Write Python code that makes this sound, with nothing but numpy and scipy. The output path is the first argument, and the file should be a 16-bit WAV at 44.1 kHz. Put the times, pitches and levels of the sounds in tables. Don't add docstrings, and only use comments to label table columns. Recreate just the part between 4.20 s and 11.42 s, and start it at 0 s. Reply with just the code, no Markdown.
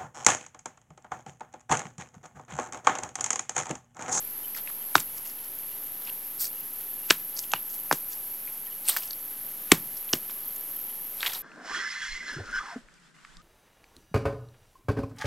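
import sys
import numpy as np
from scipy import signal
from scipy.fft import rfft, irfft, next_fast_len
from scipy.io import wavfile

SR = 44100
rng = np.random.default_rng(int(sys.argv[2]) if len(sys.argv) > 2 else 0)


def decibels_to_gain(level_db):
    exponent = np.asarray(level_db, float) / 20
    return 10 ** exponent


def master(y):
    cut = np.clip(np.atleast_2d(y).T, -1, 1)
    pcm = np.round(cut * 32767)
    wavfile.write(sys.argv[1], SR, pcm.astype(np.int16))


N = 318402


def rms_one(x):
    return x / np.sqrt(np.mean(x ** 2) + 1e-20)


def highpass(x, hz):
    return signal.sosfilt(signal.butter(2, hz, "high", fs=SR, output="sos"), x)


def band(x, low_hz, high_hz, order=2):
    return signal.sosfilt(signal.butter(order, [low_hz, high_hz], "band", fs=SR, output="sos"), x)


def resonate(x, hz, width_hz):
    r = np.exp(-np.pi * width_hz / SR)
    feedback = [1, -2 * r * np.cos(2 * np.pi * hz / SR), r * r]
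    return signal.lfilter([(1 - r * r) / 2, 0, (r * r - 1) / 2], feedback, x)


def coloured(spectrum):
    size = next_fast_len(N)
    hz, db = np.transpose(spectrum)
    bin_hz = np.arange(size // 2 + 1) * SR / size
    gain = decibels_to_gain(np.interp(np.log(bin_hz + 1), np.log(hz), db, left=-90, right=-90))
    return rms_one(irfft(rfft(rng.standard_normal(size)) * gain, size)[:N])


def drift(rate_hz):
    knots = rng.standard_normal(int(N / SR * 60) + 2)
    return np.interp(np.arange(N) / SR * rate_hz, np.arange(len(knots)), knots)


def grains(per_s, spread_db):
    sizes = decibels_to_gain(spread_db * np.minimum(rng.exponential(1, N), 5)) * rng.choice([-1, 1], N)
    return rms_one(sizes * (rng.random(N) < per_s / SR))


def add(out, s, sound):
    at = round(s * SR)
    out[at:at + len(sound)] += sound[:N - at]


def dying(t60, rise_s, size=4096):
    t = np.arange(size) / SR
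    shape = (1 - np.exp(-t / rise_s)) * decibels_to_gain(-60 * t / t60)
    return shape / shape.max()


def pressing(contact_s, size=4096):
    t = np.arange(size) / SR
    return t, (t / contact_s) ** 2 * np.exp(2 - 2 * t / contact_s)


def crush(noise, hz, wide_db):
    wide = rms_one(band(noise, 560, 10000, order=1))
    stone = rms_one(resonate(resonate(noise, hz, 0.4 * hz), hz, 0.4 * hz))
    return rms_one(decibels_to_gain(wide_db) * wide + stone)


def bursts(rows, rise, roundness):
    power, t = np.zeros((3, N)), np.arange(N) / SR
    for s, db, coarse_db, dust_db, dies in rows:
        near = slice(round((s - dies * rise) * SR), round((s + dies) * SR))
        late = (t[near] - s) / dies
        fall_db = -60 * np.where(late > 0, late, -late / rise) ** roundness
        size_db = np.array([[coarse_db], [0], [dust_db]])
        power[:, near] += decibels_to_gain(db + fall_db + size_db) ** 2
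    return power


def woods():
    # time in seconds, broad chorus, near singer and forest hiss in dB.
    insect_levels = [
        (0, -41, -41, -49.5),
        (.6, -40.5, -42.5, -50),
        (.8, -39.5, -47, -50),
        (1.1, -41, -52, -50.5),
        (1.4, -41, -43.5, -50),
        (3.0, -40.5, -41.5, -50.5),
        (4.4, -40.5, -43, -51),
        (5.4, -41, -43.5, -50),
        (6.2, -40.5, -41, -50),
        (7.22, -41.5, -43, -50),
    ]
    # frequency in Hz, density in dB per Hz.
    chorus_shape = [(9800, -57), (10400, -14.5), (10900, -4), (11400, 1), (11900, -3.5), (12500, 0),
                    (12800, -7), (13300, -24)]
    # frequency in Hz, density in dB per Hz.
    forest_shape = [(29, -48), (50, -7.5), (108, -3.5), (144, -3), (273, -1), (517, -4), (786, -5),
                    (859, -3), (1020, -6.5), (2640, -8.5), (3020, -8), (6380, -18.5), (9700, -41),
                    (12600, -32), (21300, -120)]
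    # time in seconds, pitch in Hz.
    hum_pitch = [
        (0, 901),
        (3.5, 865),
        (7.22, 852),
    ]
    singer_hz, singer_width_hz, throb_hz = 12315, 70, 39.0

    s, *levels = np.transpose(insect_levels)
    t = np.arange(N) / SR
    chorus_db, singer_db, hiss_db = [np.interp(t, s, level) for level in levels]
    chorus = coloured(chorus_shape) * decibels_to_gain(chorus_db + 2.5 + 0.71 * drift(30))

    beat = 2 * np.pi * np.cumsum(throb_hz + .3 * drift(2.5)) / SR
    throb_db = 3.3 * np.cos(beat) + 2.6 * np.cos(3 * beat)
    singer = resonate(rng.standard_normal(N), singer_hz, singer_width_hz * 2.4)
    singer = rms_one(resonate(singer, singer_hz, singer_width_hz * 3.6)) * decibels_to_gain(singer_db + throb_db)

    top_hiss = decibels_to_gain(-54.5 + 2.5) * rms_one(band(rng.standard_normal(N), 10500, 19845, order=4))
    hum_hz = np.interp(t, *np.transpose(hum_pitch)) + 4.1 * drift(16)
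    hum = decibels_to_gain(-65.5 + 1.0 * drift(4.3)) * np.sin(2 * np.pi * np.cumsum(hum_hz) / SR)
    hiss = decibels_to_gain(hiss_db - 2.0 + 0.29 * drift(27.0)) * coloured(forest_shape)
    return chorus + singer + top_hiss + hum + hiss


def soil():
    # peak in seconds, level in dB, coarse grains and dust in dB re level,
    # dying time in seconds. Soil crumbles under a set-down stone:
    crumbles = [(.7515, -38, 1, -6, 0.052), (.7595, -33, 7, -9, 0.069), (.764, -24, -7, -10, 0.041),
                (.778, -34, -1, 1, 0.2), (.803, -32, -8, -3, 0.098), (.812, -46, -6, 0, .2),
                (2.897, -45, 0, 0, 0.14), (2.9135, -29, 1.5, 1, 0.19), (2.945, -48, 0, -4, 0.23),
                (3.34, -42, 7, -13, 0.12), (3.36, -52, 10, -10, 0.36), (3.7205, -48, 12, -5, 0.045),
                (3.7272, -19, 2, -8, 0.037), (3.74, -37.5, -5, -2, 0.25), (5.5165, -30, -3, -8, .015),
                (5.525, -28.5, 2.5, 2, 0.18), (5.55, -39, 0, -12, 0.2), (5.929, -48, 4, -10, .03),
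                (5.9405, -35, 2, 7, .08), (5.955, -37, -2.5, -8, 0.21)]
    slides = [(.348, -56, 8, 14, 0.033), (.368, -45, -5, 4, .05), (.388, -49, 5, -3, 0.077),
              (.49, -63, 13, -1, 0.11), (1.82, -52, 0, 6, 0.046), (1.88, -53.5, 7.5, -4, 0.08),
              (2.207, -35, -25, 2, 0.05), (2.225, -35, -16, 4.5, 0.074), (2.245, -36, -16, 0, .07),
              (2.26, -42, -20, -2, 0.09), (4.665, -45, -4, 0, 0.07), (4.687, -33, -10, 2, 0.037),
              (4.70, -34, -16, 5, 0.055), (4.725, -38, -2, 0, 0.15), (4.771, -36, -15, 6, .02),
              (4.784, -40, -2.5, 2, 0.069), (4.835, -48.5, -2, 5, 0.19), (7.012, -47, -2, 1, 0.12),
              (7.048, -46, 6, -5, 0.11), (7.072, -43, 7, 8, 0.057), (7.1, -45.5, 5.5, -2, 0.11),
              (7.135, -40, 1.5, 3, 0.021), (7.157, -45, 2, 0, 0.13)]
    brushes = [(.978, -47, -9, 2, .1), (1.06, -45.5, -5, 2, 0.091), (1.1, -49.5, -11, -3, .15),
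               (2.08, -57, 0, 15, .08), (2.612, -55, 2, 15, .05), (3.17, -52, -10, 10, .07),
               (3.193, -37.5, -25, -5, 0.12), (3.236, -44, -11, -1, .09), (3.51, -50, -14, 6, .12),
               (3.545, -44.5, -13, 7, 0.077), (3.925, -45, -8, 3, 0.17), (4.05, -60, -10, 17, .05),
               (4.29, -56, 3, -11, 0.099), (4.91, -52, -5, -1, 0.14), (5.78, -53, -19, 8, .1),
               (6.105, -49, 0, -9, 0.11), (1.24, -54, -5, -5, .1), (1.435, -60, 9, -5, .08),
               (6.7, -56, 2, -8, .1)]
    # levels of coarse, fine and dust grains in dB.
    trickle_levels = (-64, -57, -55)
    crumb_share, clump_db = .6, 1.0
    bounce_s, bounce_share = .00023, .3
    dip_hz, dip_width_hz, dip_share = 7430, 3200, 0.12

    crumbs = crumb_share * grains(1200, 3.)
    # clicks, low Hz, high Hz, lift dB
    sizes = [(grains(5000, 2.5), 700, 3800, .1),
             (grains(9000, 2.5), 4600, 9900, .8),
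             (grains(12000, 2.), 11500, 16200, 2.5)]
    sliding = bursts(slides, rise=1, roundness=1.32)
    power = bursts(crumbles, rise=0.54, roundness=0.65) + sliding + bursts(brushes, rise=0.95, roundness=0.91)

    out, clumps = np.zeros(N), drift(55)
    for (clicks, low, high, lift_db), moving, trickle_db in zip(sizes, power, trickle_levels):
        stirred = rms_one(band(clicks + crumbs, low, high, order=3)) * np.sqrt(moving)
        trickle = rms_one(band(clicks[::-1], low, high, order=3)) * decibels_to_gain(trickle_db)
        out += decibels_to_gain(lift_db + clump_db * clumps) * (stirred + trickle)

    share = bounce_share * sliding[1] / (power[1] + decibels_to_gain(trickle_levels[1]) ** 2)
    samples = np.arange(N)
    out = out + share * np.interp(samples - bounce_s * SR, samples, out)
    return out - dip_share * resonate(out, dip_hz, dip_width_hz)


def cricket():
    # start in seconds, peak in dB, pitch in Hz, length in seconds.
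    chirps = [(.05, -50, 2350, .02), (.2349, -44.5, 3040, .025), (.609, -50, 3100, .023),
              (1.51, -51, 2850, .022), (2.365, -51, 2880, .02), (2.41, -53, 2900, .018),
              (2.83, -52, 2800, .02), (3.3535, -35, 2950, .017), (4.28, -52, 2400, .025),
              (4.455, -51, 3100, .02), (4.47, -51, 1850, .025), (4.51, -49, 3000, .023),
              (6.03, -51, 2950, .015), (6.3, -52, 4500, .015), (6.56, -51, 3100, .02),
              (6.691, -50, 3050, .021)]
    out = np.zeros(N)
    for s, db, hz, length in chirps:
        t = np.arange(round(length * SR)) / SR
        swell = np.sin(np.pi * t / length) ** 0.42
        pulses = 0.83 + 0.45 * np.cos(2 * np.pi * 130 * t)
        blur = np.cumsum(rng.normal(0, .07, len(t)))
        add(out, s, decibels_to_gain(db) * swell * pulses * np.sin(2 * np.pi * hz * t + blur))
    return out


def ticks():
    # start in seconds, peak in dB,
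    # grit colour in Hz.
    pebble_ticks = [(0.349, -30, 5300), (0.349, -31, 2200), (0.3653, -27, 1310), (0.474, -24, 2200),
                    (0.5, -31, 1300), (1.8514, -35, 4870), (1.8724, -29, 2840), (1.895, -25.5, 2750),
                    (2.2083, -19.5, 7800), (2.2695, -24, 5400), (4.6544, -33, 4500), (4.668, -25, 8700),
                    (4.678, -20, 8700), (4.6856, -15.5, 3900), (4.704, -20, 8700), (4.711, -20, 8600),
                    (6.9983, -34, 2200), (7.015, -32, 3500), (7.0274, -21, 4000), (7.0498, -28, 2900),
                    (7.0566, -26, 2100), (7.0897, -27, 2000), (7.0957, -27, 3060), (7.1235, -29, 2070),
                    (7.1346, -22, 5600), (7.147, -28, 5000), (7.15, -27, 3800), (7.1563, -28, 3600),
                    (4.68, -26, 2600), (4.7, -19, 3500), (4.731, -30, 2000), (4.7738, -23, 4900),
                    (4.876, -35, 5500), (0.375, -31, 1500), (0.374, -30, 6200), (2.2245, -23, 5300),
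                    (2.2422, -23, 9500), (2.2534, -24, 5000), (1.1876, -36, 3500), (1.245, -36, 5500),
                    (1.666, -35, 9000), (4.7077, -23, 3500), (4.719, -24, 4500), (4.821, -33.5, 2620),
                    (4.834, -30, 5220), (4.9075, -22.5, 4540), (4.9317, -31, 4570), (4.993, -37.5, 5970),
                    (7.006, -22, 3350), (7.12, -22, 3350), (7.1315, -27, 1400), (7.136, -28, 1300),
                    (7.1536, -31, 1160),
                    (0.7716, -33, 2500), (0.7981, -21, 9500), (0.802, -21, 7000), (0.9807, -33.5, 5400),
                 (1.0725, -33, 6060), (3.1654, -28, 5200), (3.173, -25, 5270), (3.24, -32.5, 3070),
                 (3.317, -24.5, 3260), (3.318, -22, 6640), (3.7122, -21, 5400), (3.7165, -22, 1300),
                 (3.7195, -19, 900), (3.4994, -33.5, 5660), (3.541, -28.5, 9490), (3.906, -35, 8710),
                 (3.931, -30, 5130), (4.276, -34, 2370), (4.47, -38, 1870), (5.7705, -29, 4960),
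                 (5.891, -32.5, 2980), (5.9298, -24, 1700), (5.934, -21.5, 1800), (6.0951, -31, 1210),
                 (6.097, -35, 3000), (6.11, -36, 5200), (6.24, -40, 4000), (6.3625, -35, 7000),
                 (6.363, -33, 14800), (3.1866, -27, 5200), (1.056, -37, 2500), (1.097, -37, 5500)]
    out = np.zeros(N)
    for s, db, hz in pebble_ticks:
        grit = crush(rng.standard_normal(4096), hz, wide_db=-7.)
        add(out, s, decibels_to_gain(db - 7) * grit * dying(t60=0.015, rise_s=0.0002))
    return out


def knocks():
    # start in seconds, peak in dB, stone ring in Hz, contact time in seconds,
    # crushed grit in dB re peak. A stone is set down against its neighbours, edge after edge:
    set_downs = [(0.7535, -8, 1500, 0.0004, -8), (0.7538, -14, 3200, 0.0003, -4),
                 (0.7547, 1.5, 1180, 0.0006, -35), (0.7548, -11, 3700, 0.0005, -6),
                 (.7811, -17, 2190, 0.00015, -17), (2.9017, -10, 3100, 0.00025, -8),
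                 (2.9052, -6, 5300, 0.0004, -12), (2.9069, -12.5, 3900, 0.00031, 2),
                 (2.9074, -3.5, 1550, 0.0004, -8), (2.9102, -13, 1300, 0.0006, -8),
                 (2.9053, -14, 3600, 0.0004, -10), (2.908, -3.5, 2900, 0.00046, -25),
                 (2.9076, -10, 750, 0.0008, -6), (3.1911, -12, 5700, 0.00027, -20),
                 (3.3357, -7.5, 1150, 0.0005, -18), (3.3363, -11, 2800, 0.0005, -30),
                 (3.3369, -15, 950, 0.0009, -20), (3.7121, -5.5, 920, 0.0008, -26),
                 (3.71198, -10, 1680, 0.0009, -31), (3.7258, -22, 3600, 0.0004, -3),
                 (3.725, -20, 1070, 0.0004, 0.5), (0.7548, -15.5, 5000, 0.00025, -2),
                 (2.9033, -14, 6300, 0.00018, -6), (2.9085, -13, 7400, 0.0005, -8),
                 (3.3356, -23, 5700, 0.00047, -5), (5.9307, -18.5, 5500, 0.00027, -1.5),
                 (5.9341, -16, 5300, 0.00059, -2), (5.9343, -15, 2980, 0.0008, -8),
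                 (5.9339, -15, 537, 0.00048, -4)]
    pile_clacks = [(4.6855, -6.5, 8900, 0.0003, -15), (4.6912, -12, 8500, 0.0004, -8),
                   (4.6925, -20, 3970, 0.00035, 1), (4.6938, -19, 9000, 0.0004, -3),
                   (4.6969, -15, 9300, 0.00036, -7), (4.6936, -16, 14200, 0.0004, -6),
                   (4.697, -11, 13800, 0.0004, -10), (4.765, -18, 13800, 0.0005, -3),
                   (4.7697, -19, 13300, 0.0005, -3), (4.7697, -22, 8900, 0.0004, -6),
                   (4.7649, -17, 1700, 0.0003, -6), (4.7695, -21, 1900, 0.00035, -4),
                   (7.0305, -11, 2150, 0.0003, -20), (7.0342, -21, 1750, 0.0003, -12),
                   (7.0619, -16, 3270, 0.0003, -9), (7.0659, -16, 3300, 0.0003, -9),
                   (7.0678, -18, 1900, 0.0005, -6), (7.0635, -20, 1900, 0.0005, -4),
                   (7.0785, -20, 2000, 0.0005, -4), (7.0704, -20, 3300, 0.0004, -3),
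                   (7.0735, -22, 3450, 0.0004, -3), (7.0776, -18, 3400, 0.0003, -6),
                   (7.0527, -25, 1850, 0.0003, -4)]
    drop_cracks = [
        (5.5171, -4, 2100, 0.00027, -9),
        (5.5177, -3, 3000, .00025, -12),
        (5.5182, -7, 2100, 0.00028, -3),
        (5.5183, -2, 6000, 0.00039, -8),
        (5.5191, -1.5, 3600, 0.0001, -8),
        (5.5194, -1.5, 920, 0.0005, -15),
        (5.5197, 0.5, 8200, 0.00017, -10),
        (5.5199, -5, 2650, 0.00027, -12),
        (5.5176, -5, 8000, .0003, -10),
        (5.5178, -8, 1300, .0005, -15),
    ]
    hits = [(*row, 0.014) for row in set_downs + drop_cracks]
    hits += [(*row, 0.011) for row in pile_clacks]
    out = np.zeros(N)
    for s, db, hz, contact_s, grit_db, grit_t60 in hits:
        noise = rng.standard_normal(4096)
        t, press = pressing(contact_s)
        ring = -np.sin(2 * np.pi * hz * t) - decibels_to_gain(-9.5) * np.sin(2 * np.pi * 1.394 * hz * t)
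        crackle = crush(noise, hz, wide_db=-6.0) * dying(grit_t60, 0.00006)
        snap = decibels_to_gain(-21.0) * band(noise, 1600, 10000, order=1) * press
        grit = decibels_to_gain(grit_db) * (crackle + decibels_to_gain(-4.0) * snap)
        add(out, s, decibels_to_gain(db + 0.5) * (ring * press + grit))
    return highpass(out, 450)


def thumps():
    # start in seconds, peak in dB, push in Hz,
    # rumble in dB re peak, rumble t60 in seconds.
    ground_blows = [
        (0.7565, -18.5, 348, -13, 0.13),
        (0.766, -32, 130, -16, 0.06),
        (2.906, -13, 386, -23, 0.1),
        (3.3370, -30.5, 440, -15.5, 0.19),
        (3.715, -26.5, 320, -12, 0.095),
        (3.7260, -20.5, 430, -14.5, 0.11),
        (5.5212, -3, 300, -16.5, 0.068),
        (5.54, -43, 160, 2.5, 0.37),
        (5.9362, -17.5, 270, -19, 0.15),
    ]
    size = 16384
    out = np.zeros(N)
    t, push = pressing(.0017, size)
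    for s, db, hz, rumble_db, t60 in ground_blows:
        noise = rng.standard_normal(size)
        rumble = decibels_to_gain(rumble_db) * rms_one(band(noise, 104, 340)) * dying(t60, 0.0011, size)
        hollow = decibels_to_gain(-36) * rms_one(resonate(noise[::-1], 165, 30)) * dying(.33, .01, size)
        add(out, s, decibels_to_gain(db) * (np.sin(2 * np.pi * hz * t) * push + hollow + rumble))
    return out


def scattered(hard):
    scatter = rng.standard_normal(8192) * dying(t60=0.17, rise_s=0.0046, size=8192)
    scatter /= np.linalg.norm(scatter)
    return decibels_to_gain(-22) * signal.fftconvolve(band(hard, 300, 7000, order=1), scatter)[:N]


def scene():
    background = woods() + soil() + cricket()
    hard = ticks() + knocks()
    return np.tile(background + hard + scattered(hard) + thumps(), (2, 1))


def band_limit(x):
    return signal.sosfilt(signal.butter(12, 16320, fs=SR, output="sos"), x)


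def record(dry):
    cut = highpass(dry, 70)
    cut = signal.sosfilt(signal.ellip(10, .5, 70, 15750, fs=SR, output="sos"), cut)
    smear = rng.standard_normal(256)
    side = band(np.convolve(cut[0], smear / np.linalg.norm(smear))[:N], 300, 9600)
    side = .003 * np.tanh(decibels_to_gain(-28) * side / .003)
    overloaded = np.clip(cut + .002, -1, 1)
    return band_limit(overloaded + side * [[1], [-1]])


dry = scene()
out = record(dry)
master(out)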